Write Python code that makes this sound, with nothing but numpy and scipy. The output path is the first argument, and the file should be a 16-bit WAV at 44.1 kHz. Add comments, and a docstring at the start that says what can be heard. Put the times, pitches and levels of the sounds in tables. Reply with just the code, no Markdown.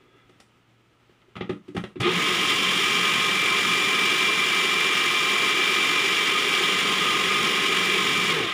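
"""Friction first grumbles at the lid; then a cup of food is knocked onto a small blender base in a kitchen.
The handling is friction noise and struck damped modes. The motor spins up: a whine at a multiple of the
shaft rate wavers with the load, blades churn the food as noise through the resonances of cup and housing,
and narrow modes sing and whistle. At the end the cup is released and the motor coasts.
Diffuse reflections and a quiet, faintly humming kitchen surround it all."""
import sys
import numpy as np
from scipy import signal
from scipy.fft import rfft, irfft
from scipy.io import wavfile

SR = 44100
rng = np.random.default_rng(int(sys.argv[2]) if len(sys.argv) > 2 else 0)


def generate_wav(signal):
    """Clip the signal to [-1, 1] and save it as 16-bit WAV at the path in sys.argv[1]."""
    frames = np.transpose(np.atleast_2d(signal))
    scaled = np.clip(frames, -1, 1) * 32767
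    pcm = np.round(scaled).astype(np.int16)
    wavfile.write(sys.argv[1], SR, pcm)


N = 376173
TIME, HZ = np.arange(N) / SR, np.fft.rfftfreq(N, 1 / SR)


def gain_of(db):
    """Level to amplitude: 20 dB is a factor of ten."""
    return 10 ** (np.asarray(db) / 20)


def evened(x):
    """Normalisation to an rms of 1."""
    return x / np.sqrt(np.mean(x ** 2) + 1e-20)


def read(points, hz):
    """Interpolation of a spectrum table on a logarithmic frequency axis."""
    f, value = np.transpose(points)
    return np.interp(np.log(hz + 1), np.log(f + 1), value)


def curves(rows):
    """Linear interpolation in time: each column of a table at every sample."""
    s, *columns = np.transpose(rows)
    return [np.interp(TIME, s, column) for column in columns]


def add(mix, s, sound):
    """Superposition of a sound at time s."""
    part = mix[round(s * SR):][:len(sound)]
    part += sound[:len(part)]


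def swell(middle, length):
    """Raised-cosine envelope: a smooth rise and fall of height 1."""
    return np.cos(np.pi * np.clip((TIME - middle) / length, -.5, .5)) ** 2


def noise(gain):
    """Spectral shaping: white noise filtered by a gain at each frequency, rms 1."""
    return evened(irfft(rfft(rng.standard_normal(N)) * gain, N))


def wander(rate_hz):
    """Low-passed noise: slow chance fluctuation of rms 1 up to about the given rate."""
    return noise(1 / (1 + (HZ / rate_hz) ** 4))


def resonance(hz, width):
    """Resonance filtering: broadband turbulence excites one narrow mode."""
    return noise(1 / (1 + (2 * (HZ - hz) / width) ** 2))


START_S, SPIN_UP_S = 1.996, 0.067  # switch-on and time constant of the run-up
RELEASE_S, COAST_S = 8.295, .3  # release of the cup and time constant of coasting


def speed():
    """Exponential relaxation: the shaft's share of running speed nears 1, then decays after release."""
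    run_up = 1 - np.exp(-np.maximum(TIME - START_S, 0) / SPIN_UP_S)
    return run_up * np.exp(-np.maximum(TIME - RELEASE_S, 0) / COAST_S)


WHINE_ORDER = 12  # multiple of the shaft rate
# pitch of the whine at full speed, under the changing load: t/s, f/Hz
WHINE_PITCH = [(2.25, 2362), (2.36, 2348), (3.08, 2345), (3.17, 2375), (3.32, 2343), (3.87, 2366),
               (4.08, 2339), (4.32, 2368), (4.53, 2337), (4.85, 2362), (4.95, 2345), (5.1, 2361),
               (5.53, 2343), (5.69, 2358), (5.81, 2349), (5.96, 2370), (6.21, 2319), (6.35, 2352),
               (6.48, 2330), (6.74, 2335), (6.85, 2319), (7.02, 2351), (7.38, 2358), (7.46, 2319),
               (7.69, 2358), (7.93, 2342), (7.95, 2307), (8.14, 2312), (8.17, 2354), (8.3, 2318)]
# strength of the whine, before the common offset: t/s, relative level/dB
WHINE_LEVEL = [(2.5, -35), (3.1, -31), (4.0, -28), (5.9, -28.5), (6.15, -31.5), (6.6, -31), (7.2, -36),
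               (7.5, -32), (8.3, -31.5)]
# weaker tones of the motor at full speed: multiple of the shaft rate, mean level/dB
OVERTONES = [(16, -46), (24, -51), (36, -58), (48, -70)]
# shaking of the base near a critical shaft speed: multiple of the shaft rate, mean peak level/dB
SHAFT_ORDERS = [(1, -40), (2, -42), (3, -32.5), (6, -39.5)]
CRITICAL_SHARE, CRITICAL_WIDTH = 0.72, 0.14  # as shares of running speed


def motor(whine_db=1.0, overtones_waver_db=3.5, whine_law_db=70., shake_rough_db=3.5):
    """Rotational harmonics: tones at multiples of the shaft rate; a critical speed shakes the base."""
    share = speed()
    shaft_hz = share * curves(WHINE_PITCH)[0] / WHINE_ORDER
    shiver = 1 + .0012 * wander(20)
    angle = 2 * np.pi * np.cumsum(shaft_hz * shiver) / SR
    whine_level = curves(WHINE_LEVEL)[0] + whine_db + .5 * wander(14)
    whine = gain_of(whine_level) * np.sin(WHINE_ORDER * angle)
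    overtones = sum(gain_of(db + overtones_waver_db * wander(9.5)) * np.sin(order * angle)
                    for order, db in OVERTONES)
    speed_gain = gain_of(whine_law_db * np.log10(share + 1e-9))  # dB per tenfold speed
    # passed on the way up and again, if slow enough, on the way down
    critical = np.exp(-((share - CRITICAL_SHARE) / CRITICAL_WIDTH) ** 2)
    critical = critical * gain_of(shake_rough_db * wander(60))
    shake = sum(gain_of(db) * np.sin(order * angle) for order, db in SHAFT_ORDERS)
    return np.sqrt(2) * ((whine + overtones) * speed_gain + critical * shake)


# resonances of cup, food and housing under the blades: f/Hz, width/Hz, relative level/dB
BODY = [(119, 79, -14), (192.6, 73, -3.5), (302, 91, -7.5), (391.3, 100, -1.5), (466, 137, -12),
        (796, 460, -14.5), (1062.6, 72, -0.5), (1244, 137, -1.5), (1360, 160, -13), (1683, 434, -7),
        (2030, 264, -2.5), (2350, 450, -2), (2814, 210, -3), (3213, 910, -5), (3380, 990, -7.5),
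        (4720, 240, -18.5), (5310, 1660, -17.5), (6640, 380, -19.5), (7010, 217, -21.5), (7370, 790, -22),
        (9150, 2730, -25.5), (11140, 2138, -34.4), (15000, 1500, -29.5)]


def response(hz, lo=0, hi=SR):
    """Energy sum of modes: gain at hz of the body resonances centred between lo and hi."""
    power = sum(gain_of(db) ** 2 / (1 + (2 * (hz - centre) / width) ** 2) ** 2
                for centre, width, db in BODY if lo <= centre < hi)
    radiation = (hz ** 2 / (hz ** 2 + 55 ** 2)) ** 2  # so small a body radiates little bass
    return np.sqrt(power) * radiation


def body(lo, hi):
    """Forced resonance: turbulence rings the body modes between lo and hi."""
    return noise(response(HZ, lo, hi))


# the food moving in the cup, before common offsets: t/s, deep slosh level/dB, hollow boom level/dB
SLOSH = [(2.1, -38, -33.5), (3.1, -39, -36), (4.1, -41.5, -35.5), (4.8, -44, -36), (6.4, -44.5, -34.5),
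         (6.85, -39.5, -33.5), (7.7, -40, -34), (8.25, -36, -35.5), (8.42, -41, -30), (8.53, -49, -45)]
# lumps that drop into the blades: t/s, peak level/dB
LUMPS = [(2.76, -43), (3.16, -40), (3.69, -39), (4.07, -39), (7.44, -38)]
LUMP_S = 0.1  # length of each lump's burst
BITE_S, BITE_LENGTH_S = 2.058, 0.072  # blades first bite the resting food: middle and length
WALL_DB, RASP_DB, SPRAY_DB = -32, -24.5, -34.5  # starting levels, referred to full speed
CHURN_LAW_DB, SPRAY_LAW_DB = 15, 34  # dB per tenfold speed
SPRAY_BUILD_S, SPRAY_EASE_DB_PER_S = 0.11, 0.22  # thrown food builds spray, which eases as it turns smooth


def churn(flutter=0.12, surge_db=0.6, slosh_db=-0.5, boom_db=0.0, bite_rasp_db=-37.0,
          bite_slosh_db=-39.0, spatter_db=0.3):
    """Turbulent excitation: blades drive slosh, boom, cup wall, rasp and spray as bands of body modes."""
    slosh, boom = curves(SLOSH)
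    deep, hollow, ring = body(0, 250), body(250, 600), body(600, 1500)
    rasp, spray = body(1500, 4200), body(4200, SR)
    decades = np.log10(speed() + 1e-9)
    running = np.maximum(TIME - START_S, 0)
    bite = swell(BITE_S, BITE_LENGTH_S)
    lumps = sum(gain_of(db) * swell(s, LUMP_S) for s, db in LUMPS)
    lumps = lumps + gain_of(bite_slosh_db) * bite

    rasp_gain = gain_of(RASP_DB + CHURN_LAW_DB * decades) + gain_of(bite_rasp_db) * bite
    thrown = 1 - np.exp(-running / SPRAY_BUILD_S)
    spray_level = SPRAY_DB - SPRAY_EASE_DB_PER_S * running + SPRAY_LAW_DB * decades
    spray_gain = thrown * gain_of(spray_level + spatter_db * wander(12))
    bright = rasp_gain * rasp + spray_gain * spray

    dark = (gain_of(slosh + slosh_db) + lumps) * deep
    dark = dark + gain_of(boom + boom_db) * hollow
    dark = dark + gain_of(WALL_DB + CHURN_LAW_DB * decades) * ring

    # Hz; slight, steady flutter in the level of the bright noise
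    level_flutter = 1 + flutter * np.sin(2 * np.pi * 46.87 * TIME)
    switched_on = np.clip(running / 0.0069, 0, 1)
    return switched_on * (dark + bright * level_flutter * gain_of(surge_db * wander(35)))


# narrow mode of the cup wall as the food presses on it: t/s, level/dB
SINGING = [(2.3, -39), (3.6, -34.5), (4.2, -40.5), (5.5, -36.5), (6.95, -38), (7.08, -29), (7.25, -31),
           (8.25, -40), (8.5, -41)]
# fuzzy whistle of the housing coming and going: t/s, relative level/dB
WHISTLE = [(2.1, -47), (2.5, -32), (3.15, -37), (3.4, -59), (5.85, -37.5), (6.8, -34), (8.5, -50)]
# two narrow modes of the housing that whistle: f/Hz, width/Hz, relative level/dB
WHISTLE_MODES = [(2775, 80, -3), (3153, 120, 0)]


def singing(wall_hz=1233.0, wall_width=41.0, bite_db=-27.):
    """Narrow-band resonance: lightly damped modes of cup and housing swell out of the churning."""
    wall_gain = gain_of(curves(SINGING)[0]) + gain_of(bite_db) * swell(BITE_S, BITE_LENGTH_S)
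    wall = wall_gain * resonance(wall_hz, wall_width)
    pair = sum(gain_of(db) * resonance(hz, width) for hz, width, db in WHISTLE_MODES)
    whistle = gain_of(curves(WHISTLE)[0]) * pair
    return (wall + whistle) * np.minimum(2 * speed(), 1)  # full from half speed


# base and cup groan as the motor kicks and first flings the food round:
# middle t/s, length/s, f/Hz at the middle, rise/(Hz/s), peak level/dB
GROANS = [(2.012, .046, 115, 500, -26.5), (2.077, .085, 358, 600, -22.5), (2.168, .06, 176, 40, -27)]


def groans():
    """Frequency glide: short rising tones of base and cup, phase being the integral of frequency."""
    out = np.zeros(N)
    for s, length, hz, rise, db in GROANS:
        phase = 2 * np.pi * np.cumsum(hz + rise * (TIME - s)) / SR
        out += gain_of(db) * swell(s, length) * np.sin(phase)
    return np.sqrt(2) * out


def ringing(modes, t):
    """Modal decay: damped modes whose levels vary by chance, as each blow lands elsewhere."""
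    return sum(gain_of(db + 2 * rng.standard_normal() - 60 * t / t60) * np.sin(2 * np.pi * hz * t)
               for hz, db, t60 in modes)


# knocks of cup or hand: t/s, then relative level/dB of base thump, cup boom, plastic clack, scrape
# and bounces, then rise/s
KNOCKS = [ (.293, -63, -55, -65, -71, -5, .0035), (0.4, -62, -74, -56, -57.5, -17, 0.0031),
          (1.093, -71, -58, -70, -87, -9, .004), (1.216, -65, -73, -66, -88, -10, 0.0023),
          (1.354, -45, -48, -48, -68, -10, 0.0033), (1.364, -38, -43, -45, -65, -13, .003),
          (1.408, -32.5, -32, -38.5, -74, -5, 0.0034), (1.493, -31, -25.5, -40, -59.5, -3.5, 0.0043),
          (1.679, -51, -40, -58, -66, -12, 0.0095), (1.747, -38, -31.5, -52, -60, -7, 0.0057),
          (1.765, -34, -34, -35, -52, -18, 0.0029), (1.776, -26.5, -44, -49, -60, -21, 0.0017),
          (1.838, -36, -33.5, -41.5, -58, -10, 0.0011), (1.956, -46, -35.5, -53.5, -79, -11, .008),
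          (2.001, -42, -39, -38, -41, -0.5, .009)]
# the cup lands, catches with its other edge and rocks back: delay/s, relative level/dB
BOUNCES = [(0.0104, -5.5), (.034, -15)]
# ringing of the base on the counter: f/Hz, mean relative level/dB, t60/s
BASE_MODES = [(125, 1, 0.093), (174, 5, 0.097), (206.5, -2, 0.18)]
# ringing of the filled cup: f/Hz, mean relative level/dB, t60/s
CUP_MODES = [(290, -2, 0.079), (368.4, 9.5, 0.044), (421, 4, 0.033)]
# ringing of the plastic shell, also rubbed below: f/Hz, relative level/dB, t60/s
SHELL_MODES = [(604, -4, 0.23), (820, -6, .12), (1100, -13, 0.14), (1280, 11, 0.085), (1640, 4, 0.064),
               (2020, 2, 0.093), (2360, -5, .11), (2760, -8, 0.085), (3380, -2, 0.18), (3520, -13, 0.15)]
# colour of plastic on plastic: f/Hz, relative level/dB
CLACK = [(100, -23), (450, -5), (800, 1.5), (1000, -8), (1260, 4.5), (1500, -9), (2000, -1), (2500, -4),
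         (3000, -2), (3700, -8.5), (4500, -21), (6000, -30), (9000, -60)]
# colour of plastic scraping: f/Hz, relative level/dB
SCRAPE = [(2000, -30), (4500, 9), (7000, 4), (10000, 0.5), (13000, -17), (15200, -9)]
CONTACT_S = .007  # decay constant of the contact noise


def knocks(thump_db=0., boom_db=0., clack_db=4.0, shell_db=-5.5, scrape_db=0., low_cut_hz=68.0):
    """Impact excitation: contacts and bounces ring base, cup and shell, with a burst of contact noise."""
    out, t = np.zeros(N), np.arange(SR // 3) / SR
    chatter = noise(gain_of(read(CLACK, HZ)))
    grit = noise(gain_of(read(SCRAPE, HZ)))
    for start, thump, boom, clack, scrape, bounce, rise_s in KNOCKS:
        rise = 1 - np.exp(-(t / rise_s) ** 2)
        hits = [(start, 1)] + [(start + delay, gain_of(db + bounce)) for delay, db in BOUNCES]
        for s, force in hits:
            shapes = [rise * ringing(modes, t) for modes in (BASE_MODES, CUP_MODES, SHELL_MODES)]
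            shapes.append(np.sqrt(rise) * np.exp(-t / CONTACT_S))
            # each shape is scaled to its rms over the attack
            base, cup, shell, burst = (force * v / np.sqrt(np.mean(v[:SR // 80] ** 2)) for v in shapes)
            here = slice(round(s * SR), round(s * SR) + len(t))
            rough = gain_of(clack + clack_db) * chatter[here] + gain_of(scrape + scrape_db) * grit[here]
            add(out, s, gain_of(thump + thump_db) * base)
            add(out, s, gain_of(boom + boom_db) * cup)
            add(out, s, gain_of(clack + shell_db) * shell)
            add(out, s, burst * rough)
    return signal.sosfilt(signal.butter(2, low_cut_hz, "highpass", fs=SR, output="sos"), out)


# the lid is screwed tight, and the cup is shifted in the hand:
# middle t/s, length/s, peak grumble level/dB, peak shell squeak level/dB
RUBBING = [(.03, 0.3, -62, -68), (.19, 0.26, -64, -63), (.33, .08, -68, -66), (1.29, .14, -63, -78)]


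def rubbing(cup_hz=376., cup_width=120.0, shell_width=130., tilt_db=8.0):
    """Friction excitation: rubbing noise grumbles in the cup's hollow and rings its plastic shell."""
    hollow = resonance(cup_hz, cup_width)
    # friction favours the higher modes, by tilt_db per octave
    shell = evened(sum(gain_of(db + tilt_db * np.log2(hz / 1000)) * resonance(hz, shell_width)
                       for hz, db, t60 in SHELL_MODES))
    return sum(swell(s, length) * (gain_of(grumble) * hollow + gain_of(squeak) * shell)
               for s, length, grumble, squeak in RUBBING)


# kitchen reverberation: f/Hz, t60/s
KITCHEN = [(150, 0.26), (500, 0.18), (1300, 0.23), (3500, 0.17), (9000, 0.29)]


def kitchen(x, delay=0.011):
    """Diffuse reverberation: dense reflections from counter and tiles, each band with its own decay."""
    hz, t, z = signal.stft(rng.standard_normal(SR // 2), SR, nperseg=256)
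    decay = gain_of(-60 * t / read(KITCHEN, hz)[:, None])
    tail = signal.istft(z * decay, SR, nperseg=256)[1]
    tail = tail * np.clip(np.arange(len(tail)) / SR / delay, 0, 1) ** 2  # reflections build up over delay
    return signal.fftconvolve(x, tail / np.linalg.norm(tail))[:N]


# colour of the quiet kitchen's air: f/Hz, relative level/dB
AIR = [(25, -14), (50, -6), (120, -3), (350, -3), (600, -11), (1100, -12), (1270, -5), (1450, -13),
       (3000, -13), (4500, -24), (8000, -30), (13000, -40), (15300, -35)]
AIR_DB = -61.5  # mean level


def room_tone(hum_db=-69., hum_hz=117.0, drift_db=1.):
    """Stationary background: drifting broadband air noise and the faint sine hum of an appliance."""
    air = gain_of(AIR_DB + drift_db * wander(11)) * noise(gain_of(read(AIR, HZ)))
    hum = np.sqrt(2) * np.sin(2 * np.pi * hum_hz * TIME) * gain_of(2 * wander(5))
    return air + gain_of(hum_db) * hum


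def scene(knock_wet_db=-4.0, churn_wet_db=-17):
    """Superposition: handling and blender, direct and reflected, over the quiet of the kitchen."""
    handling = rubbing() + knocks() + groans()
    blending = churn() + singing()
    reflections = kitchen(gain_of(knock_wet_db) * handling + gain_of(churn_wet_db) * blending)
    return (motor() + blending + handling + reflections + room_tone())[None]


def record(dry, edge_hz=15560):
    """Band limitation: a steep linear-phase low-pass filter removes the extreme treble."""
    low_pass = signal.firwin(1023, edge_hz, window=("kaiser", 9), fs=SR)
    return signal.oaconvolve(dry, low_pass[None], "same")


dry = scene()
out = record(dry)
generate_wav(out)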